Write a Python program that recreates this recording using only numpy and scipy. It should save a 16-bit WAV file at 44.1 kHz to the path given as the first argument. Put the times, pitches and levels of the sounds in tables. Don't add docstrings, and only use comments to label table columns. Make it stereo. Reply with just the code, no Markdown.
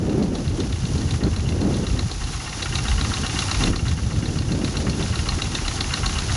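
import sys
import numpy as np
from scipy import signal
from scipy.fft import rfft, irfft, next_fast_len
from scipy.io import wavfile
from scipy.ndimage import uniform_filter1d, minimum_filter1d

SR = 44100
rng = np.random.default_rng(int(sys.argv[2]) if len(sys.argv) > 2 else 0)


def dump(signal):
    limited = np.clip(np.atleast_2d(signal).T, -1, 1)
    pcm = np.round(limited * 32767).astype(np.int16)
    wavfile.write(sys.argv[1], SR, pcm)


N = 280476


def from_db(db):
    return 10 ** (np.asarray(db) / 20)


def unit(x):
    return x / np.sqrt(np.mean(x ** 2) + 1e-20)


def curve(points, s):
    return np.interp(s, *np.transpose(points))


def along(points, hz):
    f, value = np.transpose(points)
    return np.interp(np.log(hz + 1), np.log(f + 1), value)


def bins(x):
    return np.fft.rfftfreq(x.shape[-1], 1 / SR)


def band_rms(x, lo_hz, hi_hz):
    hz = bins(x)
    band = rfft(x)[(hz > lo_hz) & (hz < hi_hz)]
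    return np.sqrt(2 * np.sum(abs(band) ** 2) + 1e-20) / len(x)


def add(mix, s, sound):
    start = round(s * SR)
    sound = sound[max(-start, 0):]
    part = mix[max(start, 0):][:len(sound)]
    part += sound[:len(part)]


def wander(rate_hz):
    step = 64
    x = rng.standard_normal(next_fast_len(N // step + 2))
    slow = unit(irfft(rfft(x) * np.exp(-(bins(x) / step / rate_hz) ** 2), len(x)))
    return np.interp(np.arange(N) / step, np.arange(len(x)), slow)


def noise_pair(spectrum, likeness):
    white = rng.standard_normal((2, N))
    left, other = rfft(white)
    alike = np.clip(likeness, -.99, .99)
    right = alike * left + np.sqrt(1 - alike ** 2) * other
    return irfft(np.array([left, right]) * from_db(along(spectrum, bins(white))), N)


def eddies(spectrum, likeness, left_db, flicker_db, rate_hz):
    pair = noise_pair(spectrum, likeness) * from_db([[left_db / 2], [-left_db / 2]])
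    pair *= from_db(flicker_db * wander(rate_hz))
    return pair / np.sqrt(uniform_filter1d(pair.mean(0) ** 2, size=8000))


def puffs(rows, t, floor_db):
    power = sum(from_db(db) ** 2 * np.exp(-((t - s) / half_s) ** 2) for s, half_s, db in rows)
    return np.sqrt(from_db(floor_db) ** 2 + power)


def wind():
    # frequency in Hz, relative noise density in dB.
    heave_tone = [(8, -23), (22, -18), (45, 10), (58, -0.5), (80, 1), (160, -68), (400, -80)]
    rumble_tone = [(20, -32), (42, -17), (60, -2), (85, 2), (130, -3.5), (200, -14), (350, -35), (800, -68)]
    flutter_tone = [(40, -36), (110, 0), (200, 4), (310, 1), (450, -6.5), (700, -15.5), (1200, -26),
                    (3000, -38.5), (9000, -76)]
    # peak time in seconds, half-length in seconds, level in dB.
    buffets = [(.51, 0.045, -32), (1.93, .07, -29), (2.23, 0.092, -29), (2.94, 0.064, -19.5),
               (3.66, 0.06, -19.5), (5.29, 0.068, -25), (5.68, .05, -27), (6.14, 0.085, -25.5)]
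    gusts = [(.19, 0.14, -20.5), (.61, 0.047, -25.5), (.97, 0.078, -29.5), (1.25, 0.038, -23.5),
             (1.7, 0.12, -22.5), (2.0, 0.023, -28), (3.13, .14, -34), (3.67, .04, -19.5),
             (4.3, 0.064, -30.5), (4.59, 0.073, -24), (4.89, 0.12, -28)]
    # time in seconds, relative level in dB.
    rumble_level = [(0.0, -20.5), (0.38, -28.5), (0.48, -19.5), (0.7, -25.5), (0.82, -19), (2.04, -19.5),
                    (2.16, -29.5), (2.52, -30.5), (2.8, -22.5), (2.88, -33), (2.96, -19.5), (3.38, -26),
                    (3.54, -20.5), (4.58, -20.5), (4.66, -24), (5.24, -20.5), (5.66, -31), (5.72, -22.5),
                    (6.24, -27.5), (6.34, -17.5)]
    breeze_level = [(0, -31), (1.9, -33.5), (2.15, -38.5), (2.5, -40.5), (2.8, -34), (4.1, -33.5),
                    (5.3, -33.5), (6.36, -35.5)]
    swell_db, swell_hz = 1.25, 10.5
    t = np.arange(N) / SR
    heave = eddies(heave_tone, likeness=0.92, left_db=4.4, flicker_db=0.65, rate_hz=8.3)
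    heave *= puffs(buffets, t, floor_db=-34.5)
    rumble = eddies(rumble_tone, likeness=0.6, left_db=8.9, flicker_db=2.75, rate_hz=18)
    rumble *= from_db(curve(rumble_level, t) + swell_db * wander(swell_hz) - 3.5)
    flutter = eddies(flutter_tone, likeness=-0.44, left_db=0.81, flicker_db=2.0, rate_hz=59)
    flutter *= puffs(gusts, t, floor_db=curve(breeze_level, t))
    flutter *= from_db(swell_db * wander(swell_hz))
    return heave + rumble + flutter


def mode(hz, centre_hz, width_hz):
    return 1j * hz * width_hz / (centre_hz ** 2 - hz ** 2 + 1j * hz * width_hz)


def block(hz):
    # frequency in Hz, width in Hz, gain in dB.
    modes = [(753, 85, 6), (1097, 63, 6.5), (1230, 64, 7), (1475, 220, 2.5), (1860, 62, 6),
             (2070, 220, 2.5), (2790, 132, 9), (3040, 130, 1), (3550, 400, -0.5), (4120, 360, 0.5),
             (4320, 255, 0.5), (4850, 150, -6), (5610, 340, -0.5), (6620, 540, -3)]
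    return sum((-1) ** k * from_db(db) * mode(hz, f, width) for k, (f, width, db) in enumerate(modes))


def impacts(t, rise_s, decay_s, grain_db):
    push, size = rng.standard_normal((2, len(t)))
    return push * from_db(grain_db * size) * np.exp(np.minimum(t / rise_s, -t / decay_s))


def hiss():
    # frequency in Hz, relative noise density in dB.
    hiss_tone = [(300, 7.5), (560, -6), (780, 7.5), (1000, 2), (1400, 1.5), (2300, -2.5), (3300, 0),
                 (4200, 0.5), (6200, 2), (7100, -2), (8150, -10), (9300, -6.5), (10500, -2.5),
                 (11200, -11.5)]
    # frequency in Hz, correlation between left and right.
    likeness = [(300, 0.96), (800, 1), (2400, 0.65), (4500, 0.83), (7000, 0.99), (8300, 0.6), (9500, 0.55),
                (10800, .75)]
    # time in seconds, relative level in dB.
    hiss_level = [(0, -48), (.4, -45.5), (1.15, -41), (1.22, -44.5), (2.0, -41.5), (2.75, -38), (3.33, -36),
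                  (3.42, -35), (3.67, -34), (3.73, -41.5), (3.85, -40), (4.01, -43.5), (4.13, -41.5),
                  (4.45, -43), (4.48, -42.5), (4.53, -42), (5.2, -38.5), (5.85, -36.5), (6.36, -35.5)]
    t = np.arange(N) / SR
    hz = bins(t)
    air = noise_pair(hiss_tone, along(likeness, hz))
    air = air / band_rms(air.mean(0), 4650, 8600) * from_db(1.1 * wander(110))
    grit = impacts(np.zeros(N), 1, 1, grain_db=10.7)
    gears = unit(irfft(rfft(grit) * block(hz), N)) * from_db(-10.2 + 2.0 * wander(60))
    return (air + gears) * from_db(curve(hiss_level, t) + 0.63 + 0.86 * wander(13))


def crank_times(share):
    # time in seconds, speed in rpm.
    speed = [(0.0, 907.6), (0.6, 974.1), (0.95, 935.6), (1.65, 956.0), (1.85, 940.3), (2.0, 985.9),
             (2.55, 916.9), (3.9, 990.0), (4.45, 896.4), (4.65, 976.1), (5.0, 920.4), (5.55, 906.9),
             (5.7, 961.6), (5.85, 898.3), (6.0, 989.5), (6.36, 891.0)]
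    first_firing = .738
    t = np.arange(N) / SR
    cycles = np.cumsum(curve(speed, t) / 60 / 2) / SR - first_firing - share
    return t[1:][np.diff(np.floor(cycles)) > 0]


def clatter():
    # share of the cycle after firing,
    # relative level in dB, decay in seconds, centre of the force in Hz, its spread in octaves.
    blows = [(.244, 1, 0.0067, 1790, 1.23), (.257, -14.5, 0.0068, 2840, 0.052),
             (.53, -16.5, .003, 1390, 0.88), (.742, -4, .0055, 2920, 0.058),
             (.752, -0.5, 0.0075, 1460, 0.56), (.83, -1.5, 0.0091, 1360, 0.49)]
    # time in seconds, relative level in dB.
    clatter_level = [(0, -58), (1.0, -48), (2.1, -50), (2.7, -40.5), (3.5, -38), (3.66, -36.5),
                     (3.75, -44.5), (4.3, -49.5), (5.2, -40.5), (5.5, -46.5), (5.9, -39.5), (6.36, -40.5)]
    play_db, play_s = 2.4, .0013
    out = np.zeros(N)
    t = np.arange(4096) / SR - .006
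    hz = bins(t)
    metal = block(hz)
    for share, db, decay_s, centre_hz, octaves in blows:
        contact = 1 / (1 + (np.log2((hz + 1) / centre_hz) / (2 * octaves)) ** 2) ** 2
        for s in crank_times(share):
            late, strength = rng.standard_normal(2)
            force = impacts(t, rise_s=0.0014, decay_s=decay_s, grain_db=2.5)
            blow = unit(irfft(rfft(force) * metal * contact))
            level_db = curve(clatter_level, s) + db + play_db * strength
            add(out, s + play_s * late + t[0], from_db(level_db) * blow)
    return out


def knocks():
    # time in seconds, relative level in dB.
    knock_level = [(.1, -40), (.35, -31), (.48, -36.5), (.6, -29.5), (.98, -37.5), (1.11, -32),
                   (1.8, -33.5), (1.99, -28.5), (2.4, -42), (2.63, -25), (3.25, -27.5), (3.6, -21),
                   (3.76, -30), (3.88, -30), (4.0, -48), (4.26, -31), (5.16, -30), (5.29, -24.5),
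                   (6.1, -22.5), (6.32, -32.5)]
    ring_hz, scatter_hz, scatter_db = 4117, 170, 1
    out = np.zeros(N)
    t = np.arange(2048) / SR - .006
    hz = bins(t)
    metal = block(hz)
    for s in crank_times(0):
        strength, detune = rng.standard_normal(2)
        level_db = curve(knock_level, s) + scatter_db * strength
        chamber = mode(hz, ring_hz + scatter_hz * detune, width_hz=940) ** 2
        rebound_gain, rebound_s = rng.uniform(0.31, 0.52), rng.uniform(0.0012, 0.0034)
        rebound = rebound_gain * impacts(t - rebound_s, rise_s=0.00039, decay_s=0.0022, grain_db=1.2)
        firing = impacts(t + 0.0014, rise_s=0.0021, decay_s=0.0017, grain_db=2)
        ping = unit(irfft(rfft(firing + rebound) * metal * chamber))
        jolt = impacts(t + 0.00091, rise_s=0.0017, decay_s=0.0021, grain_db=2.1)
        body = unit(irfft(rfft(jolt) * metal))
        snap = impacts(t + 0.00054, rise_s=0.00091, decay_s=0.0024, grain_db=3.2)
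        crack = unit(irfft(rfft(snap) * mode(hz, 3500, width_hz=4000)))
        knock = from_db(-8.0) * ping + from_db(-10.0) * body + from_db(-18.5) * crack
        add(out, s + t[0], from_db(level_db) * knock)
    return out


def field(x):
    echoes_per_s, gap_s, rt60_s = 2000, .003, 0.12
    t = np.arange(8192) / SR
    taps = rng.standard_normal((2, len(t)))
    taps *= (rng.random((2, len(t))) < echoes_per_s / SR) & (t > gap_s)
    tail = taps * from_db(-60 * t / rt60_s)
    tail /= np.linalg.norm(tail[0])
    return x + from_db(-6.0) * signal.fftconvolve(x[None], tail, axes=1)[:, :N]


def stereo_shift(x):
    # frequency in Hz, lead of the left in radians.
    lead = [(50, 7.8), (520, 0.5), (780, 1.3), (1500, 1.04), (2300, 0.51), (4300, .2), (7000, 0.39),
            (8300, 1.8), (9200, 0.88), (11000, 0.2)]
    # frequency in Hz, left over right in dB.
    balance = [(100, -2), (630, 2), (1130, -3.5), (3600, -1.5), (6500, 0.5), (10000, -4)]
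    hz = bins(x)
    half_shift = from_db(along(balance, hz) / 2) * np.exp(.5j * along(lead, hz))
    return irfft(rfft(x) * np.array([half_shift, 1 / half_shift]), N)


def scene():
    tractor = field(knocks() + clatter()) + hiss()
    return stereo_shift(tractor) + wind()


def record(dry):
    ceiling, edge_hz = .5, 11150
    gain = np.minimum(1, ceiling / (abs(dry).max(0) + 1e-9))
    held = dry * uniform_filter1d(minimum_filter1d(gain, size=301), size=301)
    low_pass = signal.firwin(601, edge_hz, window=("kaiser", 9), fs=SR)
    return signal.oaconvolve(held, low_pass[None], "same")


dry = scene()
out = record(dry)
dump(out)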